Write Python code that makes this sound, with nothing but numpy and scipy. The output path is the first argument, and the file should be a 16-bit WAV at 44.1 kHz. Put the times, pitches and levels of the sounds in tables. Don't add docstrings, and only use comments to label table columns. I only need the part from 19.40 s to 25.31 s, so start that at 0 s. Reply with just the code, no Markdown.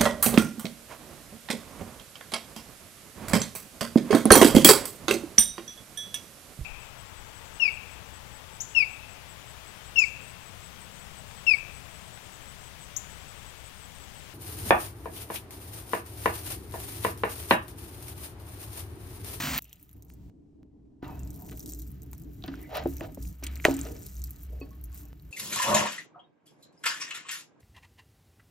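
import sys
import numpy as np
from scipy import signal
from scipy.fft import rfft, irfft, next_fast_len
from scipy.io import wavfile
from scipy.ndimage import uniform_filter1d, map_coordinates

SR = 44100
rng = np.random.default_rng(int(sys.argv[2]) if len(sys.argv) > 2 else 0)


def unload_audio(sound):
    columns = np.transpose(np.atleast_2d(sound))
    steps = np.round(np.clip(columns, -1, 1) * 32767)
    wavfile.write(sys.argv[1], SR, steps.astype(np.int16))


def amplitude_ratio(level_db):
    exponent = np.asarray(level_db, float) / 20
    return 10 ** exponent


N = 260631


def unit(x):
    return x / np.sqrt(np.mean(x ** 2) + 1e-20)


def along(points, hz):
    f, v = np.transpose(points)
    return np.interp(np.log(hz + 1), np.log(f + 1), v)


def curves(points):
    s, *cols = np.transpose(points)
    lasts = s[-1] > 1
    return [np.interp(np.arange(N) / SR, s, c, left=-140, right=c[-1] if lasts else -140) for c in cols]


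def wobble(rate):
    knots = rng.standard_normal(int(N * rate / SR) + 4)
    return map_coordinates(knots, [np.arange(N) * rate / SR])


def filtered(x, response):
    m = next_fast_len(N + 8192)
    return irfft(rfft(x, m) * response(np.fft.rfftfreq(m, 1 / SR)), m)[..., :N]


def coloured(x, spectrum):
    return unit(filtered(x, lambda hz: amplitude_ratio(along(spectrum, hz))))


def crackle(count, spread_db, life):
    draw = rng.random((count, 2))
    size_db = spread_db * np.minimum(-np.log(1 - draw[:, 1]), 4.5)
    kicks = np.bincount((draw[:, 0] * N).astype(int), amplitude_ratio(size_db), N)
    gate = signal.lfilter([1], [1, -np.exp(-1 / (life * SR))], kicks)
    return unit(gate * rng.standard_normal(N))


def add(track, s, sound):
    part = track[round(s * SR):][:len(sound)]
    part += sound[:len(part)]


def ring(hz, t60, attack):
    t = np.arange(int(min(t60, 1) * SR)) / SR
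    return amplitude_ratio(-60 * t / t60) * (1 - np.exp(-t / attack)) * np.sin(2 * np.pi * hz * t)


def bells(rows):
    s, width, *cols = np.transpose(rows)
    shape = np.exp(-((np.arange(0, N, 32)[:, None] / SR - s) / width) ** 2)
    return [np.repeat(np.sqrt(shape @ amplitude_ratio(2 * db)), 32)[:N] for db in cols]


# (start t/s, rumble level/dB, boom
# level/dB, scrape body level/dB, grit level/dB)
STRETCHES = [(0.198, -63, -69.5, -89, -81), (0.549, -56.5, -60, -76.5, -84), (0.903, -67, -59, -96, -96.5),
             (1.627, -50, -51.5, -69.5, -75), (2.3, -50, -55, -88, -77), (3.929, -61, -83, -77.5, -73.5),
             (4.024, -51, -54.5, -76.5, -71.5), (4.58, -53, -63, -77.5, -71.5),
             (5.1, -53, -60.5, -76.5, -73), (5.733, -55.5, -62.5, -80, -77)]


def stretches():
    s, *cols = np.transpose(STRETCHES)
    now = np.searchsorted(s, np.arange(N) / SR) - 1
    return [uniform_filter1d(np.where(now < 0, -140, c[now]), size=200) for c in cols]


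def astir(level_db, stir_db):
    shudder_s = 0.13
    blows = np.zeros(N)
    for s, db, *_ in KNOCKS:
        blows[round(s * SR)] = amplitude_ratio(db)
    shudder = signal.lfilter([1], [1, -np.exp(-1 / (shudder_s * SR))], blows)
    return np.sqrt(amplitude_ratio(2 * level_db) + amplitude_ratio(2 * stir_db) * shudder ** 2)


# (peak t/s, half width t/s, level/dB)
SWELLS = [(.26, 0.057, -58.5), (.72, 0.18, -55.5), (1.26, 0.073, -60.5), (1.45, 0.064, -62),
          (1.66, 0.042, -53.5), (1.85, 0.056, -39.5), (2.15, 0.029, -45), (2.37, 0.085, -42.5),
          (2.6, 0.2, -49.5), (2.91, 0.036, -52), (3.18, 0.061, -44.5), (3.51, 0.087, -39),
          (3.85, 0.046, -38), (4.12, 0.093, -38), (4.46, 0.071, -40), (4.82, 0.065, -38),
          (5.14, 0.083, -39), (5.46, .1, -42), (5.68, 0.049, -46), (5.85, 0.045, -51.5)]
# (f/Hz, level/dB per Hz)
RUMBLE = [(15, -36), (30, -9), (55, 2.5), (90, 1.5), (140, 0.5), (200, -7), (260, -45.5)]
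# (f/Hz, level/dB per Hz)
BOXY = [(170, -11), (240, -4.5), (295, 4.5), (350, -9.5), (420, -10.5), (520, -26.5), (700, -25.5),
        (1100, -40), (2000, -75.5)]


def kitchen():
    hz = 61.5 + 3.1 * wobble(3.4)
    phase = 2 * np.pi * np.cumsum(hz) / SR + 0.43 * wobble(24)
    drone = np.sqrt(2) * bells(SWELLS)[0] * np.sin(phase)
    air = rng.standard_normal((2, N))
    wide = 0.66 * filtered(air[1], lambda f: f ** 2 / (f ** 2 + 190 ** 2))
    air = np.array([air[0] + wide, air[0] - wide])
    deep_db, boom_db = stretches()[:2]
    deep = astir(deep_db + 3.1 * wobble(7.2), stir_db=-35.0) * coloured(air, RUMBLE)
    boom = astir(boom_db + 2 * wobble(16), stir_db=-30.5) * coloured(air, BOXY)
    return drone + deep + boom


# (t/s, level/dB)
CUTS = [
    (0.898, -51.5),
    (1.231, -50.5),
    (4.027, -38),
    (5.73, -41),
]


def cuts():
    out = np.zeros(N)
    for s, db in CUTS:
        add(out, s, amplitude_ratio(db) * np.exp(-np.arange(300) / (0.0012 * SR)))
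    return out


# (t/s, basin boom level/dB, splash level/dB)
POUR = [
    (0.0, -35, -36),
    (0.14, -35, -39),
    (0.192, -38, -32),
]
# (f/Hz, level/dB per Hz)
BOOM = [(20, -48), (40, -25.5), (65, 0), (95, -11.5), (140, 3), (190, -12), (255, -3), (400, -22.5),
        (700, -15), (1000, -22.5)]
# (f/Hz, level/dB per Hz)
SPLASH = [(290, -37), (500, -20), (1010, 0.5), (1980, 0), (3500, -3.5), (5670, -10), (8670, -8.5),
          (10300, -17), (13800, -10.5), (15700, -18.5), (16000, -35), (16700, -60.5)]


def pour():
    boom_db, splash_db = curves(POUR)
    boom = amplitude_ratio(boom_db) * coloured(rng.standard_normal(N), BOOM)
    drops = crackle(count=14000, spread_db=2.5, life=.002)
    return boom + amplitude_ratio(splash_db + 1.7 * wobble(29)) * coloured(drops, SPLASH)


# (start t/s, length t/s, f/Hz, level/dB, roughness/rad)
SQUEAKS = [(1.636, 0.047, 2720, -62, .5), (1.68, 0.092, 2590, -71, .6), (1.83, .08, 2600, -78, .7),
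           (3.345, .055, 3950, -53, 1.6), (3.34, 0.067, 5600, -60, 2.5), (3.095, 0.037, 1650, -64, 1.2),
           (1.99, 0.074, 960, -62, 1.3), (1.786, 0.053, 2700, -68, .4), (3.16, 0.16, 1970, -62, 2.5)]


def squeaks():
    out, t = np.zeros(N), np.arange(N) / SR
    flutter_db, drift_hz, jitter = 2.6 * wobble(60), 45 * wobble(25), wobble(220)
    for s, length, hz, db, rough in SQUEAKS:
        swell = np.abs(np.sin(np.pi * np.clip((t - s) / length, 0, 1))) ** .6
        phase = 2 * np.pi * np.cumsum(hz + drift_hz) / SR + rough * jitter
        out = out + amplitude_ratio(db + flutter_db) * swell * np.sin(phase)
    return out


# (t/s, level/dB, second tone level/dB, third tone level/dB)
CLINKS = [
    (5.213, -48.5, 4.5, -7.5),
    (5.311, -52, -35, -28),
    (5.523, -57.5, -15, -20),
    (5.63, -62, -18, -19),
]
# (f/Hz, level/dB, 60 dB fade t/s)
BOWL = [(1103, -4.5, 0.17), (2560, -0.5, 0.066), (4460, 1, 0.13)]


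def clinks():
    out = np.zeros(N)
    for s, db, *upper_db in CLINKS:
        for (hz, level, t60), touch_db in zip(BOWL, [0] + upper_db):
            add(out, s, amplitude_ratio(db + level + touch_db) * ring(hz, t60, 0.0013))
    return out


# (t/s, level/dB, f/Hz)
POPS = [(0.242, -44, 7000), (0.2523, -44, 2800), (0.2942, -44, 6140), (0.3288, -38.5, 3180),
        (1.833, -32, 7240), (1.645, -41, 3700), (2.836, -42, 7300), (3.155, -42, 5530), (3.0792, -35, 4600),
        (3.851, -44, 2500), (3.876, -41.5, 6000), (4.035, -35.5, 2240), (4.045, -36.5, 2500),
        (4.069, -33, 2300), (4.451, -30.5, 5700), (4.565, -35.5, 5600), (4.686, -40, 5700),
        (5.797, -47, 4181), (5.032, -29, 15500), (.262, -58, 2600), (.31, -51, 2700), (.322, -51, 3000),
        (.345, -56, 2500), (.37, -53, 2900), (.395, -57, 2400), (.492, -54, 3525), (3.047, -42, 3001),
        (3.598, -40, 6500), (2.335, -40, 5100), (2.731, -36, 6500), (2.2042, -28.5, 5770),
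        (2.3347, -20.5, 7300), (3.0389, -25, 3700), (3.0802, -30.5, 3620), (3.582, -33, 5830),
        (3.8283, -31, 7740), (4.036, -25, 5700), (4.0681, -24.5, 3280), (4.1667, -35.5, 2200),
        (4.1742, -29, 7560), (4.3096, -34.5, 2660), (4.367, -20, 7700), (4.4127, -13.5, 7480),
        (4.196, -41.5, 2397), (4.632, -29.5, 7670), (4.7672, -32, 6400), (4.8184, -33, 6353),
        (4.841, -33, 5090), (5.528, -36, 7450)]
# (t/s, level/dB)
TICKS = [(0.701, -42.5), (2.089, -44.5), (2.096, -37), (2.118, -52.5), (2.127, -51), (3.294, -53),
         (2.177, -43), (2.731, -43), (3.038, -38), (3.078, -36), (3.608, -30.5), (4.318, -30.5),
         (4.39, -34), (4.488, -39.5), (5.209, -50.5)]
# (t/s, level/dB, f/Hz, 60 dB fade t/s)
SLAPS = [(3.0244, -40.5, 3760, 0.0083), (3.040, -34.5, 740, 0.025), (3.14, -33.5, 1460, 0.013),
         (4.2516, -10, 2440, 0.0098), (4.2534, -18, 1300, .02), (3.774, -39, 660, .015),
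         (3.4582, -18, 430, 0.017), (3.6087, -29.5, 1850, 0.007), (3.609, -33.5, 2600, .006),
         (3.610, -26, 566, 0.0091), (3.773, -35, 544, 0.017), (4.2, -32, 2250, .007),
         (4.2437, -23.5, 2130, 0.0086), (4.2516, -3, 1950, .009), (4.2512, -16, 6470, 0.0059),
         (4.2516, -9, 2780, 0.0032), (4.2540, -13, 605, 0.019), (4.2538, -11, 410, .02),
         (4.2838, -13, 440, .02), (5.214, -31, 398, 0.029)]


def pops():
    out, t = np.zeros(N), np.arange(400) / SR
    for s, db, hz in POPS:
        add(out, s + .0007, amplitude_ratio(db + 3) * ring(hz, 8 / hz + .0015, .0003))
    soften = signal.butter(1, 3600, fs=SR)
    for s, db in TICKS:
        burst = amplitude_ratio(-60 * t / 0.0021) * rng.standard_normal(len(t))
        add(out, s + 0.00057, amplitude_ratio(db + 7.0) * signal.lfilter(*soften, burst))
    for s, db, hz, t60 in SLAPS:
        add(out, s, amplitude_ratio(db) * ring(hz, t60, 0.19 / hz))
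    return out


# (t/s, level/dB, share of full ring, contact t/s, lowest tone level/dB)
KNOCKS = [(1.627, -18, 0.14, 0.0011, -10.5), (2.124, -34.5, 0.31, 0.0017, 2.5),
          (3.039, -25.5, 0.3, 0.00089, -12), (3.083, -24, 0.52, 0.0044, -4.5),
          (3.456, -15, 0.52, 0.00045, -8.5), (3.609, -20.5, 0.52, 0.00071, -22),
          (3.772, -28.5, 0.48, 0.0023, -3.5), (4.024, -32.5, 0.31, 0.0018, -5.5),
          (4.2523, -16, 1, 0.0014, -20), (4.281, -10.5, 1.1, 0.0026, -6), (4.452, -33, 0.98, 0.0024, -22),
          (5.215, -28, 0.35, 0.0057, 6.5)]
# (f/Hz, level/dB, 60 dB fade t/s)
TABLE = [(273, -1, 0.55), (333.8, -3, 0.18), (429, -9, 0.14), (490, -0.5, 0.019), (597.5, 6, 0.038),
         (764, -4, 0.052), (952, -22.5, 0.12), (1300, -23, 0.052)]


def knocks():
    grip_s = 0.19
    out = np.zeros(N)
    for s, db, share, contact, lowest_db in KNOCKS:
        for k, (hz, level, t60) in enumerate(TABLE):
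            soft = 1 / (1 + (hz * contact / 2) ** 2)
            tone_db = db + level + rng.normal(0, 2.8) - 6.0 + lowest_db * (k == 0)
            detuned = hz * (1 + rng.normal(0, 0.017) * (k > 0))
            tone = ring(detuned, t60 * np.clip(share, .1, 2), 0.0019)
            grip = np.exp(-(np.arange(len(tone)) / (grip_s * SR)) ** 4)
            add(out, s + 0.0016, amplitude_ratio(tone_db) * soft * tone * grip)
    return out


# (peak t/s, fall t/s, body level/dB, grit level/dB, hollow f/Hz)
JABS = [(1.631, 0.073, -43, -57, 910), (2.12, 0.018, -50.5, -57.5, 494), (2.735, 0.0064, -53.5, -67, 970),
        (3.045, 0.083, -56.5, -57.5, 700), (3.083, 0.0082, -41, -51.5, 1300),
        (4.033, 0.097, -48, -54.5, 2300), (4.256, 0.028, -23, -36.5, 800), (4.468, 0.021, -41.5, -53, 495),
        (5.226, 0.025, -52, -65, 399)]
# (peak t/s, fall
# t/s, body level/dB, grit level/dB, hollow f/Hz)
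SWEEPS = [(1.68, 0.036, -47.5, -82.5, 810), (2.02, 0.034, -54, -109, 760), (1.78, 0.062, -61.5, -85, 1330),
          (3.375, 0.02, -61, -70, 3900), (4.54, 0.071, -45.5, -73, 380), (3.19, .09, -46.5, -88.5, 300),
          (3.67, .04, -53, -79, 570), (5.25, 0.034, -52, -90, 420), (0.289, 0.11, -64, -88, 2950),
          (2.329, 0.0091, -51.5, -67, 464), (3.17, 0.1, -60, -63.5, 2800), (3.575, .02, -59.5, -77, 2200),
          (3.334, 0.04, -42.5, -58, 560), (3.374, 0.034, -30, -40.5, 673), (3.636, 0.025, -40, -52.5, 630),
          (4.364, 0.1, -68, -52, 713), (5.139, 0.035, -49.5, -90, 450), (5.58, 0.054, -69, -66.5, 700)]
# (f/Hz, level/dB per Hz)
BODY = [(250, -42), (380, 3.5), (617, 3.5), (940, 1), (1500, -23), (2200, -39.5)]
# (f/Hz, level/dB per Hz)
GRIT = [(710, -25), (1200, -5.5), (3110, -11.5), (3500, -15.5), (3910, -15), (5490, -20), (7000, -27.5),
        (9100, -55.5), (15400, -120)]


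def scrape():
    def slips():
        return crackle(count=12000, spread_db=3.0, life=0.0036)

    held_body_db, held_grit_db = stretches()[2:]
    shared = slips()
    rough = coloured(shared, BODY)
    body = astir(held_body_db, stir_db=-51.0) * rough
    grit_power = astir(held_grit_db, stir_db=-50.5) ** 2
    strokes = [(.004, *row) for row in JABS] + [(.75 * row[1], *row) for row in SWEEPS]
    for rise, s, fall, body_db, grit_db, hz in strokes:
        lag = np.arange(N) / SR - s
        push = np.exp(-np.where(lag < 0, (lag / rise) ** 2, 2 * lag / fall))
        peak = signal.iirpeak(hz, 1.6, SR)
        hollow = unit(signal.lfilter(*peak, signal.lfilter(*peak, shared)))
        body = body + amplitude_ratio(body_db) * np.sqrt(push) * (0.4 * hollow + 0.13 * rough)
        grit_power = grit_power + amplitude_ratio(2 * grit_db) * push
    return body + np.sqrt(grit_power) * coloured(shared + 10.0 * slips(), GRIT)


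# (t/s, crackle level/dB)
TOSS = [(.196, -63), (.45, -60.5), (.75, -78), (.9, -97), (.904, -118), (1.622, -118), (1.627, -63),
        (2.0, -56.5), (2.29, -51.5), (2.44, -56), (2.59, -66.5), (3.2, -60), (3.95, -65.5), (4.27, -50),
        (4.8, -52.5), (5.05, -59), (5.5, -65.5), (5.91, -65.5)]
# (peak t/s, half width t/s, high level/dB, low level/dB)
TEARS = [(3.36, .02, -50, -78), (3.57, 0.082, -53, -63.5), (3.86, 0.05, -52.5, -60),
         (4.045, 0.0095, -49, -61), (4.25, 0.0048, -39.5, -58.5), (4.265, .02, -62, -46),
         (.71, 0.024, -75, -69.5), (5.58, 0.04, -49, -59.5)]
# (t/s, high level/dB, low level/dB)
THICK = [(0.1793, -16, -49.5), (0.244, -43.5, -53.5), (0.329, -39.5, -52.5), (0.6232, -47, -55),
         (1.9046, -38.5, -49.5), (2.173, -37.5, -52), (2.1949, -32, -46.5), (2.2596, -33, -42),
         (2.3209, -33, -47), (2.3904, -36, -50), (2.4189, -34, -52), (2.6192, -43, -55),
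         (2.731, -36.5, -46.5), (3.354, -33, -51), (3.568, -33.5, -49), (3.7464, -37.5, -51.5),
         (3.826, -37.5, -49), (4.0392, -28, -35.5), (4.066, -34.5, -34), (4.1561, -34.5, -43),
         (4.2504, -21.5, -26), (4.31, -33.5, -38.5), (4.3408, -35, -39), (4.391, -32, -44),
         (4.665, -34, -42), (4.818, -44, -49), (4.8397, -29, -41)]
# (t/s, level/dB)
THIN = [(0.2218, -31.5), (0.428, -39.5), (0.5128, -47), (0.53, -44), (0.698, -47), (0.738, -46.5),
        (1.976, -42), (2.0216, -38), (2.516, -39), (3.2282, -35), (3.37, -28.5), (3.4932, -36.5),
        (4.5454, -42), (4.5908, -43), (4.6303, -46), (4.732, -44), (4.907, -31.5), (5.0323, -39),
        (5.4125, -41.5), (5.4398, -32), (5.5453, -35), (5.823, -47)]
# (t/s, level/dB, low over high level/dB)
FINE = [(0.2944, -53, -12), (0.4924, -49, -11.5), (0.6494, -49.5, -21), (1.6796, -43.5, -16),
        (1.706, -50, -20), (1.7714, -50, -18), (1.7928, -44, -7), (1.8741, -45, -9), (2.002, -45, -20),
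        (2.0418, -54, -19), (2.2298, -46, -16), (2.2767, -40, -16), (2.3114, -49, -21), (2.3471, -38, -11),
        (2.4024, -44, -12), (2.4678, -48, -24), (2.5044, -46, -25), (2.5436, -54, -16), (2.632, -42, -15.5),
        (2.6626, -51, -16), (2.7148, -43, -17), (2.7484, -47, -16), (2.7803, -41, -17.5),
        (2.7974, -46, -14), (2.819, -42, -17), (2.8454, -51.5, -16), (2.9333, -48, -24),
        (3.0619, -41.5, -22), (3.2154, -43, -16), (3.5444, -52, -18), (3.5565, -40, -21),
        (3.8053, -57, -26), (3.888, -42, -13.5), (4.4403, -51, -16), (4.4854, -44.5, -12),
        (4.5644, -46, -16), (4.6145, -43, -24), (4.6854, -52, -14), (4.7944, -41, -16), (4.857, -47, -14),
        (4.8725, -44, -9.5), (4.9612, -43, -14), (5.0115, -46, -22), (5.2021, -43, -19),
        (5.307, -49, -15.5), (5.3535, -50, -28), (5.4553, -46, -16), (5.6535, -43, -16), (5.685, -50, -16),
        (5.7962, -57, -14)]
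# (f/Hz, level/dB per Hz)
WET_LOW = [(2000, -37), (3500, -11), (5000, -5), (6400, 0.5), (8300, 2.5), (10000, -3), (11500, -17),
           (13000, -37.5)]
# (f/Hz, level/dB per Hz)
WET_HIGH = [(8000, -32), (9500, -9), (11600, -0.5), (14200, 2.5), (15700, -7.5), (16000, -22), (16700, -41)]


def squish():
    toss_db, = curves(TOSS)
    torn_high, torn_low = bells(TEARS)
    grains = .75 * crackle(count=1800, spread_db=2.8, life=.0007) + .4 * rng.standard_normal(N)
    bed = amplitude_ratio(2.5 * wobble(35)) * grains
    low_db = -70 + 1.7 * (toss_db + 58.5)
    low = np.hypot(amplitude_ratio(low_db), torn_low) * bed
    high = amplitude_ratio(-5.0) * np.hypot(amplitude_ratio(toss_db), torn_high) * bed

    t = np.arange(900) / SR
    thin = [(s, db, db - 24.5) for s, db in THIN]
    fine = [(s, db, db + rel_db) for s, db, rel_db in FINE]
    for s, high_db, under_db in list(THICK) + thin + fine:
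        fade = amplitude_ratio(-60 * t / 0.004) + 0.06 * amplitude_ratio(-60 * t / 0.035)
        burst = fade * rng.standard_normal(len(t))
        burst = burst / np.linalg.norm(burst) * 6
        add(high, s + 0.0003, amplitude_ratio(high_db - 3.5) * burst)
        add(low, s + .0008, amplitude_ratio(under_db + 4.0) * burst)

    white = rng.standard_normal(N)

    def tint(x, spectrum):
        def shape(hz):
            return amplitude_ratio(along(spectrum, hz))
        return filtered(x, shape) / np.std(filtered(white, shape))

    return tint(low, WET_LOW) + tint(high, WET_HIGH)


# (f/Hz, 60 dB fade t/s)
WALLS = [(200, 0.28), (1000, 0.022), (4000, 0.035), (12000, 0.028)]


def walls(x):
    hz, t, z = signal.stft(rng.standard_normal((2, SR // 2)), SR, nperseg=256)
    fade = amplitude_ratio(-60 * t / along(WALLS, hz)[:, None])
    tail = signal.istft(z * fade, SR, nperseg=256)[1]
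    tail = tail / np.linalg.norm(tail[0])
    late = np.pad(x, (150, 0))[None]
    return signal.fftconvolve(late, tail, axes=1)[:, :N]


def scene():
    blows = knocks() + pops()
    rest = clinks() + scrape() + squish() + squeaks()
    background = kitchen() + cuts() + pour()
    return background + blows + rest + amplitude_ratio(-20) * walls(blows) + amplitude_ratio(-6.0) * walls(rest)


def thin_treble(pair):
    both = np.array([pair[0] + pair[1], pair[0] - pair[1]])
    hz, s, z = signal.stft(both, SR, nperseg=1024)
    # (0 sum or 1 difference, from Hz, to Hz, power needed over the usual)
    bands = [(0, 8500, 9300, 1.0), (0, 9300, 11000, 1.9), (0, 11000, 17000, 0), (1, 14300, 17000, 1)]
    for k, low, high, margin in bands:
        band = (hz > low) & (hz < high)
        power = np.mean(np.abs(z[k, band]) ** 2, axis=0)
        usual = signal.medfilt(power, kernel_size=19)
        z[k, band] *= power > margin * usual + 4e-11
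    z[0, (hz > 9100) & (hz < 11000)] *= s > .15
    mid, side = signal.istft(z, SR, nperseg=1024)[1][:, :N]
    return np.array([mid + side, mid - side]) / 2


def band_limit(x):
    return signal.sosfilt(signal.butter(12, 17010, fs=SR, output="sos"), x)


# (f/Hz, level/dB per Hz)
HISS = [(300, -28), (1000, 6.5), (11000, -11.5), (12000, -36.5)]
# (f/Hz, lead/rad)
PORTS = [(30, .04), (80, .06), (150, 0.15), (300, 0.15), (600, 0.66), (1200, 1.3), (2000, .05),
         (2900, 0.49), (3600, 1.5), (5700, 0.07), (8000, 2.08), (9200, 2.44), (10800, 3.5), (12000, 4.2),
         (15500, 6.0)]


def record(dry):
    noise = rng.standard_normal(N) + .5 * rng.standard_normal((2, N))
    hiss = amplitude_ratio(-105) * coloured(noise, HISS)

    def ports(hz):
        top = amplitude_ratio(along([(15800, 2), (16100, -23.0), (16800, -42.5)], hz))
        return top * np.exp(1j * np.outer([.5, -.5], along(PORTS, hz)))

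    mix = thin_treble(filtered(dry + hiss, ports))
    return band_limit(mix)


dry = scene()
out = record(dry)
unload_audio(out)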